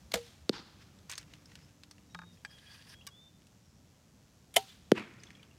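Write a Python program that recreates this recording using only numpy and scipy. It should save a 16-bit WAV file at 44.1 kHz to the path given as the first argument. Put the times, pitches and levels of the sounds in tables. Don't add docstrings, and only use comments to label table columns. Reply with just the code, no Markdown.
import sys
import numpy as np
from scipy import signal
from scipy.fft import rfft, irfft, next_fast_len
from scipy.io import wavfile
from scipy.ndimage import uniform_filter1d, map_coordinates

SR = 44100
rng = np.random.default_rng(int(sys.argv[2]) if len(sys.argv) > 2 else 0)


def undo_db(level):
    steps = np.asarray(level, float) / 20
    return 10 ** steps


def persist_wave(psi):
    counts = np.round(np.clip(psi, -1, 1) * 32767).astype(np.int16)
    wavfile.write(sys.argv[1], SR, np.atleast_2d(counts).T)


N = 246078
T = np.arange(N) / SR

# frequency in Hz, level in dB per Hz.
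CLOTH = [(400, -24), (900, -3), (2500, 2.5), (4000, -4.5), (5300, -1), (8000, -13.5), (12000, -23),
         (16000, -30)]


def unit(x):
    return x / np.sqrt(np.mean(x ** 2) + 1e-20)


def along(points, hz):
    f, v = np.transpose(points)
    return np.interp(np.log(hz + 1), np.log(f + 1), v)


def curves(rows):
    s, *cols = np.transpose(rows)
    gate = np.clip(np.minimum(T - s[0], s[-1] - T) / 0.0057, 0, 1)
    return [np.interp(T, s, c) for c in cols] + [gate]


def wobble(rate_hz):
    knots = rng.standard_normal(int(N * rate_hz / SR) + 4)
    return map_coordinates(knots, [T * rate_hz])


def filtered(x, response):
    m = next_fast_len(len(x) + 8192)
    return irfft(rfft(x, m) * response(np.fft.rfftfreq(m, 1 / SR)), m)[:len(x)]


def noise(spectrum, size=N):
    return unit(filtered(rng.standard_normal(size), lambda hz: undo_db(along(spectrum, hz))))


def patchy(x, patchy_db):
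    z = signal.stft(x, nperseg=256)[2]
    patches = uniform_filter1d(rng.standard_normal(z.shape), size=5, axis=0)
    patches = uniform_filter1d(patches, size=4, axis=1)
    return unit(signal.istft(z * undo_db(patchy_db * unit(patches)), nperseg=256)[1][:len(x)])


def resonant(peaks):
    def response(f):
        total = 0
        for k, (hz, width_hz, db) in enumerate(peaks):
            damping = 1j * f * width_hz
            total = total + (-1) ** k * undo_db(db) * damping / (hz * hz - f * f + damping)
        return total
    return response


def ring(modes, t, scatter_db):
    return sum(undo_db(db + scatter_db * rng.normal() - 60 * t / t60_s) * np.sin(2 * np.pi * hz * t)
               for hz, db, t60_s in modes)


def swell(t, s, db, attack_s, hold_s, release_s):
    outside = np.maximum((s - t) / attack_s, (t - s - hold_s) / release_s)
    return undo_db(db - 20 * np.maximum(outside, 0))


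def swells(t, rows):
    return np.sqrt(sum(swell(t, *row) ** 2 for row in rows))


def puff(s, db, hz, length_s, rough):
    t = np.arange(round(length_s * SR)) / SR
    grain = 1 + rough * unit(uniform_filter1d(rng.standard_normal(len(t)), size=40))
    return s - length_s / 2, undo_db(db) * np.sin(np.pi * t / length_s) ** 2 * grain * np.sin(2 * np.pi * hz * t)


def add(track, s, x):
    part = track[round(s * SR):][:len(x)]
    part += x[:len(part)]


def buzz():
    # frequency in Hz, level in dB.
    click_colour = [(1500, -112), (2500, -97), (5000, -94), (6500, -91), (7800, -93), (8400, -99),
                    (12000, -106), (16000, -114)]
    buzz_hz, on_cycle, off_cycle = 110.4336, .764, .084
    order = np.arange(14, 144)[:, None]
    cycle = np.arange(4097) / 4096
    clicks = np.cos(2 * np.pi * order * (cycle - on_cycle)) - np.cos(2 * np.pi * order * (cycle - off_cycle))
    wave = undo_db(along(click_colour, order[:, 0] * buzz_hz)) @ clicks
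    return np.interp(buzz_hz * T % 1, cycle, wave)


def field():
    # time in seconds, strength in dB.
    breeze = [(0, 3), (.5, .5), (.9, 0), (1.5, 1.5), (1.75, -1), (2.6, .5), (3.2, 0), (3.5, -1.5),
              (5.58, -1.5)]
    # frequency in Hz, level in dB per Hz.
    rumble_colour = [(15, -55), (25, -30), (36, -12), (81, -1), (189, -4.5), (267, -11.5), (299, -13),
                     (406, -21), (430, -26.5), (700, -26.5), (910, -58), (1540, -120)]
    # frequency in Hz, level in dB per Hz.
    hiss_colour = [(250, -17), (450, -2), (900, -7), (2000, -11.5), (4500, -14), (5400, -12), (6000, -12.5),
                   (7800, -18.5), (8300, -20), (12000, -22), (16000, -25.5)]
    # time in seconds, level in dB, attack, hold and release in seconds.
    motor_pass = (1.2, -71.5, .6, .75, .6)
    air_db, _ = curves(breeze)
    motor_hz = 295 + 1.5 * wobble(5)
    motor = swell(T, *motor_pass) * undo_db(2.5 * wobble(8.2)) * np.sin(2 * np.pi * np.cumsum(motor_hz) / SR)
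    rumble = undo_db(-61.2 + .4 * air_db + 1.4 * wobble(7)) * noise(rumble_colour)
    hiss = undo_db(-69 + air_db + .6 * wobble(5.9)) * noise(hiss_colour)
    return rumble + hiss + motor


def wind():
    # centre in seconds, peak in dB, frequency in Hz, length in seconds.
    pushes = [(0.056, -51, 62, .07), (0.431, -53, 75, .1), (.56, -58, 45, .1), (1.2, -62, 60, .08)]
    out = np.zeros(N)
    for push in pushes:
        add(out, *puff(*push, rough=0))
    return out


def bird():
    # time in seconds, pitch in Hz, level in dB.
    song = [
        [(2.095, 3855, -73), (2.133, 3815, -70), (2.18, 3765, -69), (2.225, 3760, -68), (2.245, 3705, -68),
         (2.27, 3740, -68), (2.321, 3700, -68), (2.335, 3690, -76)],
        [(2.465, 3226, -70), (2.493, 3268, -66), (2.513, 3190, -66), (2.527, 3300, -65), (2.553, 3320, -64),
         (2.585, 3260, -65)],
        [(2.665, 3263, -63), (2.697, 3379, -64), (2.757, 3393, -64), (2.765, 3348, -73)],
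        [(2.92, 3245, -69), (2.94, 3240, -66), (2.968, 3310, -65), (3.0, 3290, -64), (3.009, 3273, -68)],
        [(3.006, 3000, -64), (3.012, 2650, -59), (3.017, 2900, -60), (3.022, 3400, -66), (3.032, 2850, -69)],
        [(3.103, 3276, -71), (3.125, 3320, -64), (3.165, 3500, -63), (3.23, 3610, -61), (3.255, 3530, -63),
         (3.275, 3560, -64), (3.3, 3535, -72)],
        [(3.3, 3554, -78), (3.366, 3575, -79), (3.392, 3587, -84), (3.44, 3540, -83)],
    ]
    # centre in
    # seconds, peak in dB, frequency in Hz, length in # seconds.
    chips = [(2.117, -68, 5650, .04), (2.352, -71, 3750, .025), (2.378, -72, 3270, .02),
             (2.405, -74, 3190, .03), (3.66, -73.5, 5600, .08), (3.698, -74, 5280, .06),
             (3.768, -75, 5600, .08), (2.515, -60.5, 4900, .03), (5.2365, -49, 6200, .006),
             (1.459, -56, 5250, .01), (1.1553, -44, 6400, .004), (1.64, -64, 5190, .04),
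             (2.59, -58, 3500, 0.01), (2.668, -60, 3270, 0.017), (2.588, -61, 3850, 0.014),
             (2.596, -62, 3100, .016), (4.7, -56.5, 3500, .05), (5.203, -61, 5000, .015),
             (5.272, -56, 3400, .015), (5.354, -52, 3300, .009), (5.4, -61, 2390, 0.016),
             (5.432, -54.5, 3080, 0.011), (5.513, -59.5, 2770, .009)]
    out, t = np.zeros(N), np.arange(SR // 8) / SR
    waver_db, waver_hz = 1.8 * wobble(50), 18 * wobble(60)
    for note in song:
        hz, db, gate = curves(note)
        out += gate * undo_db(db + 2.5 + waver_db) * np.sin(2 * np.pi * np.cumsum(hz + waver_hz) / SR)
    for chip in chips:
        add(out, *puff(*chip, rough=0.55))
    tail = rng.standard_normal(len(t)) * undo_db(-60 * t / 0.19)
    return out + undo_db(-9) * signal.fftconvolve(out, tail / np.linalg.norm(tail))[:N]


def clothes():
    # time in seconds, level in dB, attack, hold and release in seconds.
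    rubs = [(.82, -67.5, .13, .005, .14), (1.097, -59, .01, .045, .06), (1.16, -61, .04, .045, .055),
            (1.32, -70, .15, .08, .15), (1.52, -65.5, .12, .005, .18), (1.65, -69, .15, .005, .13),
            (5.23, -68, .35, .04, .4)]
    return swells(T, rubs) * undo_db(2.2 * wobble(40) + 2.9 * wobble(200)) * noise(CLOTH)


def ticks():
    # start in seconds, peak in dB, centre in Hz, treble in dB.
    tick_rows = [(.1165, -42, 5000, -20), (.1405, -24, 6800, -30), (.1562, -36, 9000, -3),
                 (.1735, -42, 7800, -8), (4.5625, -20, 6500, -8), (4.5795, -32, 10300, -10),
                 (4.9325, -50, 2700, -14), (1.0952, -42, 2500, -20), (1.1095, -42, 2100, -25),
                 (1.128, -41, 2000, -25), (1.2025, -50, 4800, -20), (1.219, -52, 3500, -10),
                 (2.33, -62, 5400, -4), (2.355, -64, 10500, -10), (2.387, -63, 6000, -4),
                 (0.9877, -54, 3980, -16), (1.0965, -29.5, 5340, -8), (1.1032, -36, 2400, -16),
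                 (1.1139, -27.5, 6120, -16), (1.1232, -33.5, 3330, -18), (1.1337, -33, 3030, -24),
                 (1.1538, -41, 4500, -11), (1.1787, -25.5, 5000, -15), (1.1854, -46, 4840, -19),
                 (1.2115, -48, 2210, -18), (1.2286, -48, 2460, -22), (1.3362, -42, 2940, -25),
                 (1.457, -48, 5160, -28), (1.554, -38.5, 3200, -28), (1.6474, -55, 5110, -17),
                 (1.8343, -42, 3500, -22), (1.911, -40, 4960, -24), (1.9814, -54, 2360, -26),
                 (2.584, -51, 3420, -40), (2.823, -50, 3030, -25), (3.0106, -59, 2790, -27),
                 (1.0985, -36, 8300, -30), (1.2125, -52, 6000, -14), (2.707, -52, 2450, -25),
                 (2.76, -58, 8500, -10), (3.0864, -50, 1620, -21), (3.4191, -59, 3540, -8),
                 (3.469, -52, 3200, -2), (4.9957, -38.5, 1810, -22), (5.1379, -52, 2240, -24),
                 (5.2344, -41.5, 2600, -10), (5.3043, -47, 2200, -26), (5.43, -50, 2900, -20),
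                 (2.372, -58, 2000, -30)]
    out, t = np.zeros(N), np.arange(SR // 8) / SR
    for s, db, hz, treble_db in tick_rows:
        t60_s = .024 + .0033 * hz / 1000
        width_hz = max(.8 + .015 * treble_db, .03) * hz
        peaks = resonant([(hz, width_hz, 0), (9500, 3500, treble_db + 1), (1800, 1200, -9)])
        colour = lambda f: peaks(f) / (1 + 1j * f / 11000) ** 2
        decay = undo_db(-60 * t / t60_s) + 1.4 * undo_db(-60 * t / 0.0068)
        burst = (1 - np.exp(-t / 0.00036)) * rng.standard_normal(len(t)) * decay
        add(out, s, undo_db(db - 5.5) * filtered(burst, colour) * np.sqrt(8000 / width_hz))
    return out


def shaft_taps():
    # start in seconds, then peak, low, bright and tube levels in dB.
    taps = [
        (2.147, -25.5, -0.5, -8, -5),
        (2.189, -33, 1.5, -9, -5.5),
        (2.217, -36.5, 2, -14, -8),
        (2.234, -42, 2, -14, -10),
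    ]
    # frequency in Hz, level in dB, t60 in seconds.
    shaft_modes = [(620, -14, .03), (890, -7, 0.045), (1100, -8, 0.04), (1257, -4, 0.045), (1480, 8, .014),
                   (1620, 1, 0.032), (2020, -16, .03), (2300, -5, .016), (3150, -5, 0.014), (4000, -8, .01),
                   (4590, 0, 0.016), (6400, -5, .01), (8040, -19, 0.023)]
    # frequency in Hz, level in dB, t60 in seconds.
    tube_modes = [(174, -1, 0.58), (420, -6, 0.047)]
    # frequency in Hz, level in dB per Hz.
    dull_colour = [(500, -30), (800, 4), (1700, 6.5), (2600, -39)]
    shaft_lag_s = .0012
    out, t = np.zeros(N), np.arange(SR // 2) / SR
    for s, db, low_db, bright_db, tube_db in taps:
        modes = [(hz, level_db + bright_db * (hz > 2600) + low_db * (hz < 1400), t60_s)
                 for hz, level_db, t60_s in shaft_modes]
        bright = undo_db(bright_db + 1) * noise(CLOTH, size=len(t))
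        dull = undo_db(low_db - 8) * noise(dull_colour, size=len(t))
        shaft = (1 - np.exp(-t / .001)) * ring(modes, t, scatter_db=1.5)
        tube = undo_db(tube_db - 8) * ring(tube_modes, t, scatter_db=0)
        add(out, s, undo_db(db - 9) * undo_db(-60 * t / 0.02) * (bright + dull))
        add(out, s + shaft_lag_s, undo_db(db - 9) * (shaft + tube))
    return out


def snaps():
    # start in seconds, level in dB, t60 in seconds.
    clicks = [
        (3.0674, -38.5, .012),
        (3.0718, -41, .022),
        (3.087, -60, .03),
        (.1562, -37, .008),
    ]
    # frequency in Hz, level in dB per Hz.
    snap_colour = [(900, -30), (2000, -8), (5500, 0), (9000, -7), (14000, -10), (16000, -18)]
    out, t = np.zeros(N), np.arange(SR // 2) / SR
    for s, db, t60_s in clicks:
        add(out, s, undo_db(db - 60 * t / t60_s) * noise(snap_colour, size=len(t)))
    return out


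def nock_raps():
    # start in seconds, level in dB.
    groups = [
        [(2.4492, -35.5), (2.4585, -52)],
        [(3.0675, -55), (3.0718, -44.5), (3.0745, -48), (3.087, -60)],
    ]
    # frequency in Hz, level in dB, t60 in seconds.
    nock_modes = [
        [(829, -15, .05), (1250, -16, .04), (1650, -3, .045), (1760, -5, .035), (1900, -2, .014),
         (2090, -8, .025), (2390, -4, .03), (3160, -9, .025), (3950, -12, .015), (4640, -4, .02),
         (5240, -10, .025), (6180, -20, .05), (7950, -18, .04)],
        [(1135, -10, .065), (1620, -8, .07), (1767, -9, .04), (2280, -7, .04), (2885, -7, .05), (3560, -5, .04),
         (3790, -8, .03), (4250, -9, .025), (4800, -1, .025), (5050, -8, .05), (5570, 0, .02), (6480, 0, .018),
         (7950, -14, .06), (8430, -6, .015)],
    ]
    out, t = np.zeros(N), np.arange(SR // 2) / SR
    for raps, modes in zip(groups, nock_modes):
        for s, db in raps:
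            body = (1 - np.exp(-t / .0002)) * ring(modes, t, scatter_db=1.5)
            spray = .4 * undo_db(-60 * t / .02) * noise(CLOTH, size=len(t))
            add(out, s, undo_db(db) * (body + spray))
    return out


def slide():
    # time in seconds, level in dB.
    pull_rows = [(2.49, -80), (2.51, -67), (2.63, -68), (2.71, -59.5), (2.745, -56), (2.77, -61),
                 (2.86, -64.5), (2.91, -59), (2.95, -64)]
    # time in seconds, level in dB, attack, hold and release in seconds.
    catches = [(2.335, -71, .03, .005, .08), (2.51, -68, .025, .005, .12), (2.875, -70, .02, .02, .02),
               (2.895, -61, .012, .047, .01)]
    # frequency in Hz, width in Hz, level in dB.
    body = [(935, 270, -8), (1300, 300, -6), (1644, 110, 6), (2064, 410, -5), (2410, 130, 1),
            (3200, 900, -2.5)]
    scrape = [(4650, 320, 10.5), (6200, 900, -11)]
    fizz = [(8900, 600, 2), (10500, 1200, -4), (12500, 2000, -12)]
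    vanes = [(5050, 450, 9), (6300, 900, -8), (8800, 900, -5), (12500, 2500, -12)]
    pull_db, gate = curves(pull_rows)
    pull, catch = gate * undo_db(pull_db), swells(T, catches)
    out = np.zeros(N)
    for gain, peaks in [(pull + .4 * catch, body), (undo_db(-4) * pull, scrape), (undo_db(-13) * pull, fizz), (catch, vanes)]:
        grip_db = 1.2 * wobble(18) + 1.1 * wobble(45) + 1.9 * wobble(150)
        grit = undo_db(grip_db) * rng.standard_normal(N)
        out += gain * patchy(filtered(grit, resonant(peaks)), patchy_db=1.8)
    return out


def trees(s, db, colour, answer):
    clumps = patchy(noise(colour), patchy_db=1.6)
    tail = clumps * swells(T - s, answer) * undo_db(db + 1.3 * wobble(250) + .6 * wobble(70))
    dull = filtered(tail, lambda hz: 1 / (1 + (hz / 5000) ** 2))
    return dull + (tail - dull) * undo_db(-40 * np.clip(T - s - .06, 0, 1))


def echoes():
    # time in seconds, level in dB.
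    events = [
        (0.1375, -52),
        (4.565, -51.5),
        (.4936, -45),
        (4.9176, -40.5),
    ]
    # frequency in Hz, level in dB per Hz.
    after_bow = [
        [(410, -36), (700, -8), (1250, -10), (3460, -1.5), (5190, -3.5), (12300, -17.5), (16000, -25)],
        [(600, -24), (1000, -8), (2000, -8), (3550, 0), (5000, -5.5), (8000, -10.5), (11000, -15.5), (16000, -21)],
    ]
    after_strike = [
        [(59, -33), (100, -7), (295, -0.5), (676, -16.5), (801, -5), (1130, -9), (1310, -5.5), (2220, -13), (4770, -6.5), (6500, -22), (16000, -51)],
        [(59, -38), (100, -12), (185, 0), (373, -4), (595, -16), (1280, -12.5), (2470, -10.5), (5420, -29.5), (7940, -36.5), (16000, -54)],
    ]
    # delay in seconds, level in dB, attack, hold and release in seconds.
    behind_bow = [
        (.001, 18, .001, .001, .03),
        (.02, -1, .002, .01, .2),
        (.118, -6.5, .045, .01, .18),
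        (.15, -16, .05, .01, .55),
    ]
    behind_target = [
        (.002, -25, .002, .03, .05),
        (.037, .5, .009, .025, .115),
        (.09, -15, .02, .01, .7),
    ]
    colours = [*after_bow, *after_strike]
    answers = [behind_bow] * 2 + [behind_target] * 2
    return sum(trees(s, db, colour, answer) for (s, db), colour, answer in zip(events, colours, answers))


def target():
    # time in seconds, crack in dB, thud in dB, thud in Hz, rebound in Hz.
    strikes = [
        (.4936, -14, -16.1, 501, 215),
        (4.9176, -12.5, -5.7, 519, 204),
    ]
    # frequency in Hz, level in dB, t60 in seconds.
    crack_modes = [
        [(1400, -19, .003), (2500, -25, .002), (4150, -5.5, .0013), (5700, -21, .0012), (8200, -21, .0012),
         (12400, -28, .001)],
        [(850, -16, .008), (1450, -9.5, .004), (2900, -12, .002), (5500, -15, .0012), (8000, -30, .001),
         (10800, -21, .001)],
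    ]
    # delay in seconds, build-up in seconds, ground copy share.
    jumps = [
        (.00048, .00036, -.25),
        (.00031, .00025, .08),
    ]
    # frequency in Hz, level in dB, t60 in seconds.
    bale_modes = [(150, -34, .1), (235, -30, .1), (370, -29, .1), (480, -33, .08)]
    ground_s, swell_s, rebound_s = .00124, .0006, .0067
    out, t = np.zeros(N), np.arange(SR // 8) / SR
    for (s, crack_db, thud_db, thud_hz, low_hz), modes, (delay_s, build_s, ground) in zip(strikes, crack_modes, jumps):
        v = t - 44 / SR
        steady = [(hz, db, 1) for hz, db, _ in modes]
        lead = np.exp(-(v / build_s) ** 2) * ring(steady, v, scatter_db=0)
        crack = np.where(v < 0, lead, ring(modes, abs(v), scatter_db=0))
        spray = 0.09 * (v > 0) * undo_db(-60 * t / 0.012) * noise(CLOTH, size=len(t))
        crack_s = s + delay_s - .001
        add(out, crack_s, undo_db(crack_db + 6) * (crack + spray))
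        add(out, crack_s + ground_s, undo_db(crack_db + 6) * ground * crack)

        bale = (1 - np.exp(-t / .003)) * ring(bale_modes, t, scatter_db=2)
        add(out, s + 2 * rebound_s, undo_db(thud_db) * bale)
        u = t / swell_s / 5
        thud = (u * np.exp(1 - u)) ** 4 * np.sin(2 * np.pi * thud_hz * t * (1 - 40 * t))
        add(out, s + .0009, undo_db(thud_db) * thud)
        rebound = (1 - np.exp(-t / .0007)) * ring([(low_hz, -5.3, .022)], t, scatter_db=0)
        add(out, s + rebound_s, undo_db(thud_db) * rebound)
    return filtered(out, lambda f: f ** 4 / (f ** 4 + 95 ** 4))


def whips():
    # start in seconds, length in seconds, from Hz, to Hz, level in dB.
    zips = [
        (.133, .007, 1800, 5000, -46),
        (4.5565, .006, 900, 3200, -40),
    ]
    out = np.zeros(N)
    for s, length_s, from_hz, to_hz, db in zips:
        u = np.arange(round(length_s * SR)) / (length_s * SR)
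        rough = 1 + .4 * unit(uniform_filter1d(rng.standard_normal(len(u)), size=20))
        tone = np.sin(2 * np.pi * np.cumsum(from_hz + (to_hz - from_hz) * u) / SR)
        add(out, s, undo_db(db) * np.sin(np.pi * u ** 1.5) * rough * tone)
    return out


def risers():
    # start in seconds, level in dB, frequency in Hz, t60 in seconds, build-up in seconds.
    tones = [
        (.1425, -26.5, 473, .2, .018),
        (.15, -36, 65, .11, .012),
        (4.5675, -29.5, 775, .155, .004),
        (4.567, -40, 110, .07, .006),
    ]
    out, t = np.zeros(N), np.arange(SR // 2) / SR
    for s, db, hz, t60_s, build_s in tones:
        add(out, s, (1 - np.exp(-t / build_s)) * ring([(hz, db, t60_s)], t, scatter_db=0))
    return out * undo_db(1.2 * wobble(60))


def bow(contacts, slap, limbs, ring_db):
    build_cycles, lead_s = 1.2, .02
    out, t = np.zeros(N), np.arange(SR // 2) / SR
    for s, db, rise_s, t60_s, strike_db in contacts:
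        u = t - lead_s
        shape = np.where(u < 0, 0.26 * np.exp(np.minimum(u, 0) / rise_s), undo_db(-60 * u / t60_s))
        add(out, s - lead_s, undo_db(db - 8) * shape * noise(slap, size=len(t)))
        for mode in limbs:
            swing_up = 1 - np.exp(-t * mode[0] / build_cycles)
            add(out, s, undo_db(ring_db + strike_db) * swing_up * ring([mode], t, scatter_db=1.5))
    return out


def releases():
    # time in seconds, peak in dB, lead-in in seconds, t60 in seconds, ring in dB.
    contacts_a = [
        (.1193, -27, 0.0025, 0.018, -40),
        (.1403, -12, 0.002, .02, -1),
        (.1445, -26, .001, .05, -9),
        (.1565, -30, .001, 0.045, -8),
        (.1735, -36, .001, 0.03, -17),
    ]
    contacts_b = [
        (4.5405, -39, .001, 0.082, -42),
        (4.5624, -13, 0.0012, 0.025, -16),
        (4.5645, -15, .001, .028, -12),
        (4.5665, -13, 0.0011, 0.025, 4.5),
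        (4.569, -15, 0.0013, 0.024, -10),
        (4.5795, -28, .001, 0.022, -22),
    ]
    # frequency in Hz, level in dB per Hz.
    slap_a = [(240, -30), (400, -18), (666, -12), (964, -21), (1650, -8.5), (2550, -14), (3810, -11),
              (6050, -18.5), (6850, -14), (7630, -22), (12700, -25.5), (16000, -37)]
    slap_b = [(240, -43), (400, -26), (697, -12), (1130, -30), (1330, -18), (1460, -22), (2090, -10),
              (2800, -15.5), (3070, -8), (4500, -19), (6800, -17), (10700, -14), (16000, -30)]
    # frequency in Hz, level in dB, t60 in seconds.
    limbs_a = [(200, 2, 0.06), (397, -10, .05), (520, 1, .08), (590, 1, 0.06), (645, 9, 0.04),
               (725, -5, 0.045), (810, -9, .08), (875, -11, .07), (1050, -14, .05), (1280, -9, 0.06),
               (2000, -10, .04), (3500, -5, 0.022), (6850, -4, .012)]
    limbs_b = [(240, -22, .08), (422, -10, 0.085), (570, -4, .028), (678, 12, 0.03), (810, -6, 0.04),
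               (926, -10, 0.075), (991, -17, .08), (1324, -20, .09), (2113, 0, 0.03), (3060, 9, 0.023),
               (3520, -5, 0.025), (6830, -23, .08), (10550, -5, .025)]
    return bow(contacts_a, slap_a, limbs_a, ring_db=-29.5) + bow(contacts_b, slap_b, limbs_b, ring_db=-24.5)


def scene():
    background = buzz() + field() + wind() + bird()
    quiver = clothes() + ticks() + shaft_taps() + snaps() + nock_raps() + slide()
    shots = echoes() + target() + whips() + risers() + releases()
    return (background + quiver + shots)[None]


def low_pass(x):
    return signal.sosfilt(signal.butter(12, 16660, fs=SR, output="sos"), x)


def record(dry):
    mic = lambda hz: (1j * hz / (32 + 1j * hz)) ** 2 / (1 + (hz / 16000) ** 60)
    return low_pass(filtered(dry[0], mic)[None])


dry = scene()
out = record(dry)
persist_wave(out)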